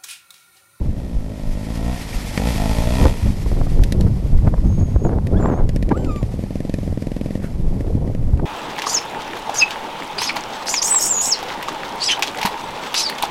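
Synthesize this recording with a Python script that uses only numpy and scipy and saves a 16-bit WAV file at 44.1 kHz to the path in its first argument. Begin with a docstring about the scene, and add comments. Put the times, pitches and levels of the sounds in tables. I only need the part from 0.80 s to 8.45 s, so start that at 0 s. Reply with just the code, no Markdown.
"""On windy, muddy open ground, a two-stroke trials motorcycle passes close by with two pulls of the throttle.
Each firing sends a pressure pulse that rings the pipe, with a rasp of gas; wet tyres hiss as filtered noise.
It coasts away with scattered pops and pings, fords a puddle and ticks over for a while.
Wind noise swells in gusts, and single eddies and wavering whistles strike the microphone and overload it."""
import sys
import numpy as np
from scipy import signal
from scipy.fft import rfft, irfft, next_fast_len
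from scipy.io import wavfile
from scipy.ndimage import uniform_filter1d, map_coordinates

SR = 44100
rng = np.random.default_rng(int(sys.argv[2]) if len(sys.argv) > 2 else 0)


def bounce(signal):
    """Save signal as a 16-bit WAV file at the path given by the first command-line argument."""
    frames = np.transpose(np.atleast_2d(signal))
    limited = np.clip(frames, -1, 1)
    pcm = np.round(limited * 32767).astype(np.int16)
    wavfile.write(sys.argv[1], SR, pcm)


N = 337585  # length [samples]

# How fast the engine fires under throttle: (time [s], firings per second [Hz])
ENGINE_SPEED = [(0.0, 35.6), (0.09, 50.8), (0.17, 57.3), (0.25, 65.5), (0.32, 56.1), (0.39, 52.4),
                (0.47, 53.5), (0.58, 50.7), (0.65, 53.0), (0.76, 49.1), (0.83, 53.2), (0.92, 57.1),
                (1.01, 55.0), (1.14, 64.1), (1.2, 54.6), (1.31, 52.3), (1.56, 44.4), (1.61, 49.3),
                (1.675, 62.1), (1.73, 53.1), (1.79, 50.6), (1.9, 54.7), (1.99, 56.0), (2.08, 59.1),
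                (2.16, 64.6), (2.23, 73.9), (2.33, 68.2), (2.6, 61.3)]
# Tone of the exhaust silencer: (frequency [Hz], relative level [dB])
EXHAUST_COLOUR = [(20, -23), (55, 10.5), (110, 3), (200, 4.5), (280, 3), (335, -9), (390, -13),
                  (470, -11.5), (610, -6.5), (740, -16), (1000, -35), (1500, -54), (5000, -100)]
# Tone of the gas jet: (frequency [Hz], relative level [dB])
RASP_COLOUR = [(400, -29.5), (950, 11), (1200, 0), (1350, 2.5), (1620, -7), (1880, 5), (2150, -2.5),
               (2480, 6), (2900, -4), (3250, 3), (3900, -1.5), (5000, -0.5), (8000, -5), (13000, -7)]
# Pulls of the throttle, levels at their end and at cruising revs:
# (opens [s], closes [s], exhaust [dB], bark [dB], rasp [dB])
THROTTLE_PULLS = [(-.1, 1.084, -17, -26.5, -42), (1.546, 2.234, -17.5, -24.5, -32)]
# Levels with the throttle eased, at cruising revs: (exhaust [dB], bark [dB], rasp [dB])
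EASED_LEVELS = (-29.5, -42, -39)
# The grip keeps opening through a pull: (exhaust [dB/s], bark [dB/s], rasp [dB/s])
PULL_GROWTH = (2.8, 10.7, 1.6)
# The two main pipe tones drift as the bike goes by, levels before scatter:
# (time [s], lower tone [Hz], its level [dB], upper tone [Hz], its level [dB])
MAIN_BARK_TONES = [(.2, 626, -7, 880, -4), (.5, 584, 3, 868, -9), (.8, 576, -2, 890, -7.5),
                   (1.03, 675, 1, 886, -8.5), (1.3, 765, 2, 970, -2), (1.62, 440, -2, 780, 4),
                   (1.69, 500, -8, 930, -1), (1.79, 706, 6.5, 800, -6), (1.87, 650, 5, 850, 0.5),
                   (1.97, 590, 3, 854, 1), (2.08, 620, 6.5, 880, -4), (2.18, 642, -0.5, 976, -9)]
# Steady pipe tones beside them, levels before scatter: (frequency [Hz], level [dB], time to fall 60 dB [s])
STEADY_BARK_TONES = [(488, -5.5, 0.022), (1004, -14.5, 0.05), (1320, -23, 0.089), (1880, -18.5, 0.051),
                     (2400, -34, 0.033)]
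OPEN_S, CLOSE_S = 0.027, 0.17  # twist of the grip
SHUT_S, SHUT_FADE_S = 2.32, 0.37  # the throttle is shut
REV_DB_PER_OCTAVE, RASP_DB_PER_OCTAVE = 1.5, 18.5  # growth with the revs
CRUISE_HZ = 56.6  # firings per second at which the throttle levels hold
BARK_T60_S = 0.034  # main pipe tones: time to fall 60 dB
BARK_SCATTER_DB = 0.8  # spread of each pipe tone from firing to firing
RASP_EDGE = 0.8  # a firing's sharp edge in the rasp, relative to the rush of gas

PASS_S, CLOSEST_M, RIDE_M_PER_S = 1.74, 1.46, 3.2  # the ride past the microphone
HEAP_DB, HEAP_CLEAR_S, HEAP_FADE_S = -4, 0.82, 0.36  # a straw heap screens the bike until it comes out

# The first firing of the second pull leaves as a shock: (time [s], peak [dB], width [s])
BANG_SHOCK = (1.5776, -9.5, 0.00012)
# Single firings: (time [s], ping of the pipe [dB], pop [dB])
SINGLE_FIRINGS = [(1.5757, -10.5, -15), (3.0365, -18, -34), (3.1227, -17.5, -11), (3.2089, -22.5, -18),
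                  (4.4697, -25.5, -15), (4.8912, -20.5, -12.5), (4.9612, -20, -9), (5.026, -22.5, -10.5),
                  (5.0905, -26.5, -12), (5.175, -30, -20), (5.246, -25.5, -16), (5.3604, -28, -14.5),
                  (5.4285, -27.5, -9.5), (5.5399, -50, -14.5), (5.5912, -37, -14.5), (5.6373, -32, -12.5),
                  (6.5751, -42, -18.5), (6.6, -36, -18.5), (6.6426, -34, -12.5), (7.007, -28, -11),
                  (7.0674, -36, -27), (7.2754, -35, -14.5), (7.349, -30.5, -11.5), (7.427, -37, -18),
                  (7.5738, -33, -19)]
# The engine ticks over, levels before scatter: (time [s], firings per second [Hz], ping [dB], pop [dB])
IDLE_FIRINGS = [(5.7066, 20.3, -34, -13), (5.78, 20.6, -28, -11.5), (5.85, 22.3, -30, -11.5),
                (5.94, 22.1, -20.5, -9.5), (5.99, 22, -32, -12), (6.05, 21.9, -36, -14.5),
                (6.12, 20.2, -41, -12.5), (6.22, 21.0, -28.5, -12.5), (6.57, 21.25, -27.5, -11)]
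# The pressure wave and its inverted returns: (delay [s], size relative to the pop, width [s])
PIPE_RETURNS = [(.00055, 1.05, .00043), (.0018, -.55, .00037), (.0026, -.33, .0004), (.0032, -.78, .00048)]
# The intake gulps after each single or idle firing: (delay [s], size relative to the pop, width [s])
INTAKE_GULP = (.029, -.22, .0015)
# Ring of the pipe's steel wall: (frequency [Hz], gain [dB])
PIPE_WALL_COLOUR = [(600, -59), (1450, -12.5), (1850, 3), (2200, -3), (2500, -3), (2950, -7), (3400, -11.5),
                    (4000, -11), (4900, -11.5), (6200, -16), (9000, -20), (13000, -25)]
# Sound straight from the pipe's mouth: (frequency [Hz], gain [dB])
MOUTH_COLOUR = [(800, -49), (2200, -0.5), (3500, 1.5), (7000, -6.5), (10000, -7), (13000, -10)]
IDLE_SCATTER_DB = 0.7
CRACK_DB = 17  # shock front of a firing, relative to its ping
MOUTH_DB = 14.5  # the pipe's mouth, heard once the bike has passed; also scaled by nearness squared

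# Tone of the tyre spray: (frequency [Hz], relative level [dB])
SPRAY_COLOUR = [(600, 4.5), (1620, -1.5), (1860, 5.5), (2150, 4), (2450, 2), (2880, -0.5), (3250, 0.5),
                (3900, -1.5), (5100, 0), (6500, -4.5), (9000, -6.5), (13000, -8.5)]
# Tone of the chain, crankcase and churned water: (frequency [Hz], relative level [dB])
CLATTER_COLOUR = [(100, -11), (230, -31), (400, 2), (740, 17.5), (1000, 9), (1190, 1), (1340, -2),
                  (1600, -25), (1900, -19), (2400, 1), (2900, -38), (5000, -36)]
SPRAY_DB, CLATTER_DB = -33.5, -44.5  # at the closest point, before random wavering
SPRAY_FALLS = 1.254  # spray fades with this power of the screened nearness
FORD_S, FORD_END_S, FORD_RISE_S, FORD_FALL_S = 4.92, 6.36, 0.53, 2.1  # through the puddle
FORD_SPRAY_DB, SLOSH_DB = -49.5, -52  # splash and churned water there, before random wavering
# A sheet of thrown water slaps down: (time [s], spread [s], level [dB])
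WATER_SLAP = (6.65, 0.022, -43)
# Tone of that slap: (frequency [Hz], relative level [dB])
WATER_SLAP_COLOUR = [(700, -22), (1400, -3), (1600, 0), (2000, -9), (5000, -21)]
# Loose metal on the frame: (frequency [Hz], level before its rise and decay [dB])
CLINK_TONES = [(1900, -21), (2340, -20)]

# Wind over the microphone: (time [s], strength [dB])
WIND_STRENGTH = [(0, -19.5), (.35, -30.5), (.5, -30), (1.2, -29.5), (1.4, -28), (1.65, -25), (2.1, -25),
                 (2.37, -24.5), (2.7, -21), (3.4, -19.5), (3.9, -21), (4.4, -20), (5.05, -21), (5.6, -24),
                 (5.85, -28.5), (6.68, -27), (6.8, -20), (7.35, -23), (7.65, -20.5)]
# Gusts, levels before random wavering: (time [s], spread [s], buffeting [dB], flutter [dB], tearing [dB])
WIND_GUSTS = [(0.022, 0.07, -23, -40, -39), (0.376, 0.04, -16.5, -27.5, -52),
              (2.246, 0.042, -11, -22, -19.5), (2.475, 0.029, -14.5, -12.5, -35),
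              (2.784, 0.074, -14, -24, -33.5), (2.999, 0.041, -11, -22, -29),
              (3.212, 0.062, -15.5, -14.5, -29), (3.548, 0.017, -11, -12, -31.5),
              (3.66, 0.022, -18, -15.5, -28), (3.868, 0.028, -20, -12, -37),
              (3.998, 0.056, -26, -16.5, -37), (4.3, 0.056, -39, -40, -23.5),
              (4.553, 0.043, -17, -17, -23.5), (4.827, 0.024, -14, -35, -28), (5.212, 0.085, -39, -38, -26),
              (5.305, 0.018, -35, -35, -35), (5.438, 0.012, -11, -20, -39),
              (6.093, 0.051, -18.5, -23.5, -42), (6.896, 0.094, -41, -35, -36),
              (7.102, 0.07, -30, -32, -33), (7.265, 0.049, -42, -24, -32), (7.47, 0.087, -23, -24.5, -44),
              (7.648, 0.028, -17, -33, -25)]
# Tone of the slow eddies: (frequency [Hz], relative level [dB])
RUMBLE_COLOUR = [(8, -29.5), (20, 8), (35, -2), (60, -6.5), (100, -18), (200, -31), (500, -58),
                 (1500, -112)]
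# Tone of the faster air: (frequency [Hz], relative level [dB])
FLUTTER_COLOUR = [(30, -7), (60, 4), (100, 4), (190, -3.5), (300, -14.5), (500, -33), (1000, -37),
                  (3000, -68)]
# Tone of the torn air: (frequency [Hz], relative level [dB])
TEARING_COLOUR = [(80, -1.5), (200, 7), (350, 2.5), (550, -0.5), (900, -13), (1400, -36), (2200, -66),
                  (4000, -54), (9000, -84)]
BREEZE_DB = -21.5  # a middling wind, at which the layers have these levels before wavering and gusts:
RUMBLE_DB, FLUTTER_DB, TEARING_DB = -21.5, -23, -39
RUMBLE_GROWS, FLUTTER_GROWS, TEARING_GROWS = 0.99, 1.45, 0.4  # dB per dB of wind
# Small vortices shed at the microphone port; their level is relative to the tearing
VORTEX_PER_S, VORTEX_S, VORTEX_DB = 170, 0.00078, -5
# Single eddies that hit the port: (time [s], puff [dB], puff spread [s], suction [dB], suction width [s])
PORT_EDDIES = [(1.36, -51, .0072, -10, 0.0065), (2.217, -20, 0.005, -9, 0.0027),
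               (2.233, -18, 0.0047, -11, 0.0028), (2.256, -26, .001, -1, 0.0043),
               (2.261, -10.5, 0.0066, -17, 0.0016), (2.469, -27, 0.0082, -10, 0.0095),
               (2.663, -21, .0018, -8, .0052), (2.717, -21, .0012, -22, .003),
               (2.736, -24, .0014, -20, .004), (2.772, -25, .002, -20, .003), (2.815, -19, .003, -9, .0017),
               (2.871, -24, .0027, -20, .003), (2.996, -19, .003, -5.5, .0042),
               (3.022, -32, .002, -2, .0049), (3.271, -23, .0044, -15, .0026),
               (3.59, -27, .0025, -5.5, .0043), (3.677, -16, .006, -13, .003),
               (3.741, -18, .0021, -4.5, .0058), (3.781, -24, .002, -6, .0055),
               (3.926, -28, .001, -20, .0049), (4.013, -19.5, .001, -8, .0038),
               (4.163, -15, .0021, -2.5, .0041), (4.251, -19.5, 0.0036, -17, .0015),
               (4.268, -19.5, 0.0024, -14, 0.0018), (4.295, -22, 0.0014, -18, .0015),
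               (4.325, -25, 0.021, -25, .0055), (4.386, -18, 0.0013, -15, 0.0018),
               (4.546, -25, .002, -7, 0.003), (4.603, -20.5, 0.0097, -16, 0.0013),
               (4.627, -10, 0.0005, -12, 0.0014), (4.644, -17.5, 0.01, -16, 0.0019),
               (4.659, -13, 0.0018, -21, 0.0012), (4.679, -18.5, .012, -18, 0.0016),
               (4.69, -35, .002, -13, 0.0024), (4.701, -14, 0.0013, -7.5, 0.0013),
               (4.715, -25, 0.0025, -14.5, 0.0013), (4.732, -19.5, 0.019, -41, .0055),
               (4.777, -18, 0.0012, -23, 0.0011), (4.804, -23, 0.018, -22, .003),
               (5.118, -10, 0.0065, -26, .0064), (7.081, -27, 0.0015, -15, 0.00091),
               (7.128, -25.5, .0015, -25, 0.002), (7.153, -40, .0016, -4.5, 0.0014),
               (7.537, -28, .0026, -3, .003), (7.598, -14.5, .002, -13, .0022)]
# Tone of the puffs: (frequency [Hz], relative level [dB])
PUFF_COLOUR = [(60, -15), (200, 7.5), (450, 1.5), (750, -1.5), (1100, -9.5), (1600, -18), (2200, -28),
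               (3000, -38.5), (9000, -57)]
# Tones at the port's edge, one list each, levels before flicker:
# (time [s], frequency [Hz], level [dB], and for low tones the level of their overtones [dB])
EDGE_TONES = [
    [(3.84, 6400, -57), (4, 6580, -46.5), (4.18, 6520, -58), (4.235, 6560, -47), (4.252, 6840, -43),
     (4.29, 6460, -56)],
    [(4.535, 1300, -40, -62), (4.555, 1520, -37, -58), (4.575, 1700, -42, -44), (4.592, 1770, -54, -47)],
    [(4.58, 7750, -64), (4.625, 7050, -47), (4.67, 7520, -49), (4.71, 6490, -58), (4.745, 6400, -51),
     (4.8, 6700, -60)],
    [(5.16, 7700, -51), (5.27, 7200, -57), (5.44, 7100, -54)],
    [(5.125, 1143, -39, -61), (5.15, 1190, -31, -59), (5.168, 1440, -41, -54), (5.2, 1540, -53, -50),
     (5.255, 1510, -51, -55), (5.282, 1294, -35, -48), (5.32, 1204, -34, -47.5), (5.395, 1162, -38, -50),
     (5.445, 1040, -53, -62)],
]
# Overtones of the low edge tones: (multiple of the frequency, level relative to that overtone level [dB])
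EDGE_OVERTONES = [(2, -5), (3, -12), (4, -14)]
# Tone of the steady hiss: (frequency [Hz], relative level [dB])
HISS_COLOUR = [(1000, 16), (5000, -0.5), (13000, -3)]
HISS_DB = -53
TOP_HZ = 13000  # upper limit of the recorded sound


def engine(scatter_db=-2.04, jet_decay=0.28, jet_floor=1.0, edge_hz=3000):
    """One pressure pulse a turn leaves the silencer and rings the pipe in a bark; rushing gas adds a rasp."""
    exhaust, bark, rasp = throttle()
    near, screened = passing()
    turns = np.cumsum(curves(ENGINE_SPEED)[0]) / SR + 0.0015 * wobble(45)  # slightly uneven turning
    pulses = np.diff(np.floor(turns), prepend=0) * amp(scatter_db * rng.standard_normal(N))

    t = np.arange(SR // 16) / SR
    pipe = np.zeros(N)
    low_hz, low_db, high_hz, high_db = curves(MAIN_BARK_TONES)
    for i in np.flatnonzero(pulses):
        main = [(low_hz[i], low_db[i], BARK_T60_S), (high_hz[i], high_db[i], BARK_T60_S)]
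        hz, db, t60 = np.transpose(main + list(STEADY_BARK_TONES))[:, :, None]
        db = db + BARK_SCATTER_DB * rng.standard_normal(db.shape)
        rings = amp(db - 60 * t / t60) * np.sin(2 * np.pi * hz * t)
        add(pipe, i / SR, pulses[i] * np.sum(rings, axis=0))

    # The gas rushes hardest at the start of each turn
    rush = unit((jet_floor + np.exp(-(turns % 1) / jet_decay)) * rng.standard_normal(N))
    edge = unit(filtered(pulses, lambda hz: 1 / (1 + 1j * hz / edge_hz) ** 2))
    jet = unit(coloured(rush + RASP_EDGE * edge, RASP_COLOUR))
    body = exhaust * unit(coloured(pulses, EXHAUST_COLOUR)) + bark * unit(pipe)
    return near * body + screened * rasp * jet


def throttle():
    """Strength of the exhaust, its bark and its rasp: all rise with each pull and with the revs."""
    t = np.arange(N) / SR
    octaves = np.log2(curves(ENGINE_SPEED)[0] / CRUISE_HZ)
    levels = amp(EASED_LEVELS)[:, None] * held(-1, SHUT_S, OPEN_S, SHUT_FADE_S)
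    for opens, closes, *db in THROTTLE_PULLS:
        pull = amp(np.array(db)[:, None] + np.outer(PULL_GROWTH, np.minimum(t - closes, 0)))
        levels = np.maximum(levels, pull * held(opens, closes, OPEN_S, CLOSE_S))
    growth = [REV_DB_PER_OCTAVE, REV_DB_PER_OCTAVE, RASP_DB_PER_OCTAVE]
    return levels * amp(np.outer(growth, octaves))


def passing():
    """Gain falling with the bike's distance, and the same lowered while the straw heap screens it."""
    t = np.arange(N) / SR
    near = CLOSEST_M / np.hypot(CLOSEST_M, RIDE_M_PER_S * (t - PASS_S))
    behind_heap = np.clip((HEAP_CLEAR_S - t) / HEAP_FADE_S, 0, 1)
    return near, near * amp(HEAP_DB * behind_heap)


def bang():
    """The unburnt charge goes off in one sharp crack, a single brief pressure peak, as the throttle opens."""
    s, db, width = BANG_SHOCK
    return amp(db) * np.exp(-.5 * ((np.arange(N) / SR - s) / width) ** 2)


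def overrun(ping_t60=0.03, box_hz=195, box_t60=0.75, box_db=-21, lag=0.00073):
    """Each firing pops, returns from the pipe's cones, makes the intake gulp and pings the steel wall."""
    t = np.arange(SR // 10) / SR
    wave = sum(size * np.exp(-.5 * ((t - lag - s) / width) ** 2)
               for s, size, width in [*PIPE_RETURNS, INTAKE_GULP])
    # The silencer box rings on, until the end of this 0.1 s sound
    box = amp(box_db - 60 * t / box_t60) * (1 - np.exp(-t * box_hz))
    pops, knocks = np.zeros(N), np.zeros(N)
    for s, ping_db, pop_db in list(SINGLE_FIRINGS) + tick_over():
        box_ring = box * np.sin(2 * np.pi * (box_hz * t + rng.random()))
        add(pops, s, amp(pop_db) * (wave + box_ring))
        add(knocks, s, amp(ping_db - 60 * t / ping_t60) * rng.laplace(size=len(t)))
        add(knocks, s + lag, amp([ping_db + CRACK_DB]))  # the shock front strikes the wall
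    facing = passing()[0] ** 2 * (np.arange(N) / SR > PASS_S)
    mouth = amp(MOUTH_DB) * facing * coloured(knocks, MOUTH_COLOUR)
    return pops + coloured(knocks, PIPE_WALL_COLOUR) + mouth


def tick_over():
    """One firing a turn while the engine idles: rows of (time [s], ping [dB], pop [dB])."""
    s, rate, ping_db, pop_db = np.transpose(IDLE_FIRINGS)
    t = np.arange(s[0], s[-1], 1 / SR)
    turns = np.cumsum(np.interp(t, s, rate)) / SR
    times = np.interp(np.arange(turns[-1]), turns, t)  # one time for each whole turn
    scatter = IDLE_SCATTER_DB * rng.standard_normal((len(times), 2))
    pings = np.interp(times, s, ping_db) + scatter[:, 0]
    pops = np.interp(times, s, pop_db) + scatter[:, 1]
    return list(zip(times, pings, pops))


def wheels(drop_rate=500, drop_db=-9, rattle_db=4.5, spatter_db=1.5):
    """Wet tyres hiss with spray and single drops, more in the puddle; chain and crankcase clatter."""
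    screened = passing()[1]
    ford = held(FORD_S, FORD_END_S, FORD_RISE_S, FORD_FALL_S)
    drops = (rng.random(N) < drop_rate / SR) * rng.standard_normal(N)
    spray = unit(coloured(rng.standard_normal(N) + amp(drop_db) * unit(drops), SPRAY_COLOUR))
    spray_level = np.hypot(amp(SPRAY_DB) * screened ** SPRAY_FALLS, amp(FORD_SPRAY_DB) * ford)
    spray = spray * spray_level * amp(spatter_db * wobble(40))
    clatter_level = np.hypot(amp(CLATTER_DB) * screened, amp(SLOSH_DB) * ford)
    clatter = clatter_level * amp(rattle_db * wobble(120))
    return spray + clatter * noise(CLATTER_COLOUR)


def slap():
    """Water thrown by the rear tyre falls back into the puddle: one short swell of filtered noise."""
    s, length, db = WATER_SLAP
    swell = np.exp(-.5 * ((np.arange(N) / SR - s) / length) ** 2)
    return amp(db) * swell * noise(WATER_SLAP_COLOUR)


def clink(s=1.329, t60=0.023, rise=0.0033):
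    """Something loose on the frame rings once, in fading pure tones, as the bike dips."""
    t, out = np.arange(SR // 8) / SR, np.zeros(N)
    ring = sum(amp(db) * np.sin(2 * np.pi * hz * t) for hz, db in CLINK_TONES)
    add(out, s, ring * amp(-60 * t / t60) * (1 - np.exp(-t / rise)))
    return out


def wind(surge_db=3.0, surge_rate=9):
    """Slow eddies rumble; faster air flutters and tears into crackling vortices, and gusts swell each."""
    t = np.arange(N) / SR
    over_db = curves(WIND_STRENGTH)[0] - BREEZE_DB
    buffet, flap, tear = sum(np.outer(amp(db), np.exp(-.5 * ((t - s) / length) ** 2))
                             for s, length, *db in WIND_GUSTS)
    rumble_db = RUMBLE_DB + RUMBLE_GROWS * over_db + surge_db * wobble(surge_rate)
    rumble = noise(RUMBLE_COLOUR) * np.hypot(amp(rumble_db), buffet)
    flutter = noise(FLUTTER_COLOUR) * np.hypot(amp(FLUTTER_DB + FLUTTER_GROWS * over_db), flap)
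    torn = noise(TEARING_COLOUR) * amp(3.5 * wobble(260)) + amp(VORTEX_DB) * vortices()
    tearing = torn * np.hypot(amp(TEARING_DB + TEARING_GROWS * over_db), tear)
    return rumble + amp(1.8 * wobble(60)) * (flutter + tearing)


def vortices():
    """A dense train of sharp little dips in pressure, rms 1."""
    kicks = (rng.random(N) < VORTEX_PER_S / SR) * rng.random(N)
    u = np.arange(-SR // 100, SR // 100) / SR / VORTEX_S
    return unit(signal.fftconvolve(kicks, (u * u - 1) * np.exp(-u * u / 2), mode="same"))


def eddies(lead=0.5, crackle_db=2):
    """An eddy pushes the diaphragm, sucks it back and breaks up in a crackling puff."""
    t = np.arange(-SR // 10, SR // 10) / SR
    puffs, suction = np.zeros(N), np.zeros(N)
    for s, puff_db, length, suction_db, width in PORT_EDDIES:
        u = t / width - lead
        add(puffs, s + t[0], amp(puff_db) * np.exp(-.5 * (t / length) ** 2))
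        # A low-pressure core between two rims
        add(suction, s + t[0], amp(suction_db) * (u * u - 1) * np.exp(-u * u / 2))
    return puffs * unit(noise(PUFF_COLOUR) * amp(crackle_db * wobble(300))) + suction


def whistles(waver=0.0074, flicker_db=3.0):
    """Air across the port's edge sings in wavering tones; the low ones carry overtones that come and go."""
    t, out = np.arange(N) / SR, np.zeros(N)
    for rows in EDGE_TONES:
        hz, db, *overtone_db = curves(rows)
        # Short ramps soften the start and end
        blowing = uniform_filter1d(1.0 * ((t > rows[0][0]) & (t < rows[-1][0])), size=400)
        phase = 2 * np.pi * np.cumsum(hz * (1 + waver * wobble(320))) / SR
        tone = amp(db) * np.sin(phase)
        if overtone_db:
            overtones = sum(amp(level + 4.5 * wobble(110)) * np.sin(k * phase + .5 * wobble(400))
                            for k, level in EDGE_OVERTONES)
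            tone += amp(overtone_db[0]) * overtones
        out += blowing * amp(flicker_db * wobble(90)) * tone
    return out


def hiss():
    """A faint even hiss of filtered noise under everything."""
    return amp(HISS_DB) * noise(HISS_COLOUR)


def amp(db):
    """Turn decibels into a plain multiplier."""
    return 10 ** (np.asarray(db) / 20)


def unit(x):
    """Scale a sound to rms 1."""
    return x / np.sqrt(np.mean(x ** 2) + 1e-20)


def curves(rows):
    """One value per sample for each column after the time."""
    s, *cols = np.transpose(rows)
    return [np.interp(np.arange(N) / SR, s, c) for c in cols]


def wobble(rate):
    """A smooth random curve, rate knots a second."""
    knots = rng.standard_normal(int(N * rate / SR) + 4)
    return map_coordinates(knots, [np.arange(N) * rate / SR])


def held(start, end, rise, fall):
    """An envelope that rises from start, holds and falls from end."""
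    t = np.arange(N) / SR
    return np.clip((t - start) / rise, 0, 1) * np.clip(1 - (t - end) / fall, 0, 1)


def filtered(x, response):
    """Filter x by a complex response of frequency."""
    m = 2 * next_fast_len(N // 2 + SR // 4)  # room for the filter to ring out
    return irfft(rfft(x, m) * response(np.fft.rfftfreq(m, 1 / SR)), m)[:N]


def coloured(x, points):
    """Filter x so its gain follows (frequency [Hz], gain [dB]) points, with no ringing ahead of the sound."""
    f, db = np.transpose(points)

    def response(hz):
        cepstrum = irfft(np.log(amp(np.interp(np.log(hz + 1), np.log(f), db))))
        half = len(cepstrum) // 2
        return np.exp(rfft(np.r_[cepstrum[0], 2 * cepstrum[1:half]], 2 * half))
    return filtered(x, response)


def noise(points):
    """Coloured noise of rms 1."""
    return unit(coloured(rng.standard_normal(N), points))


def add(track, s, sound):
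    """Mix a sound into a track from time s."""
    part = track[max(round(s * SR), 0):][:len(sound)]
    part += sound[:len(part)]


def scene():
    """Mix the motorcycle, the water and the wind into one channel."""
    bike = engine() + bang() + overrun() + wheels() + slap() + clink()
    air = wind() + eddies() + whistles()
    return (bike + air + hiss())[None]


def record(dry):
    """The microphone blocks steady pressure and overloads softly; nothing above the band limit is kept."""
    top, hardness = 0.67, 8  # overload ceiling and how sharply it bends
    heard = filtered(dry[0], lambda hz: 1j * hz / (1j * hz + 8))
    clipped = heard / (1 + np.abs(heard / top) ** hardness) ** (1 / hardness)
    return filtered(clipped, lambda hz: hz < TOP_HZ)[None]


dry = scene()
out = record(dry)
bounce(out)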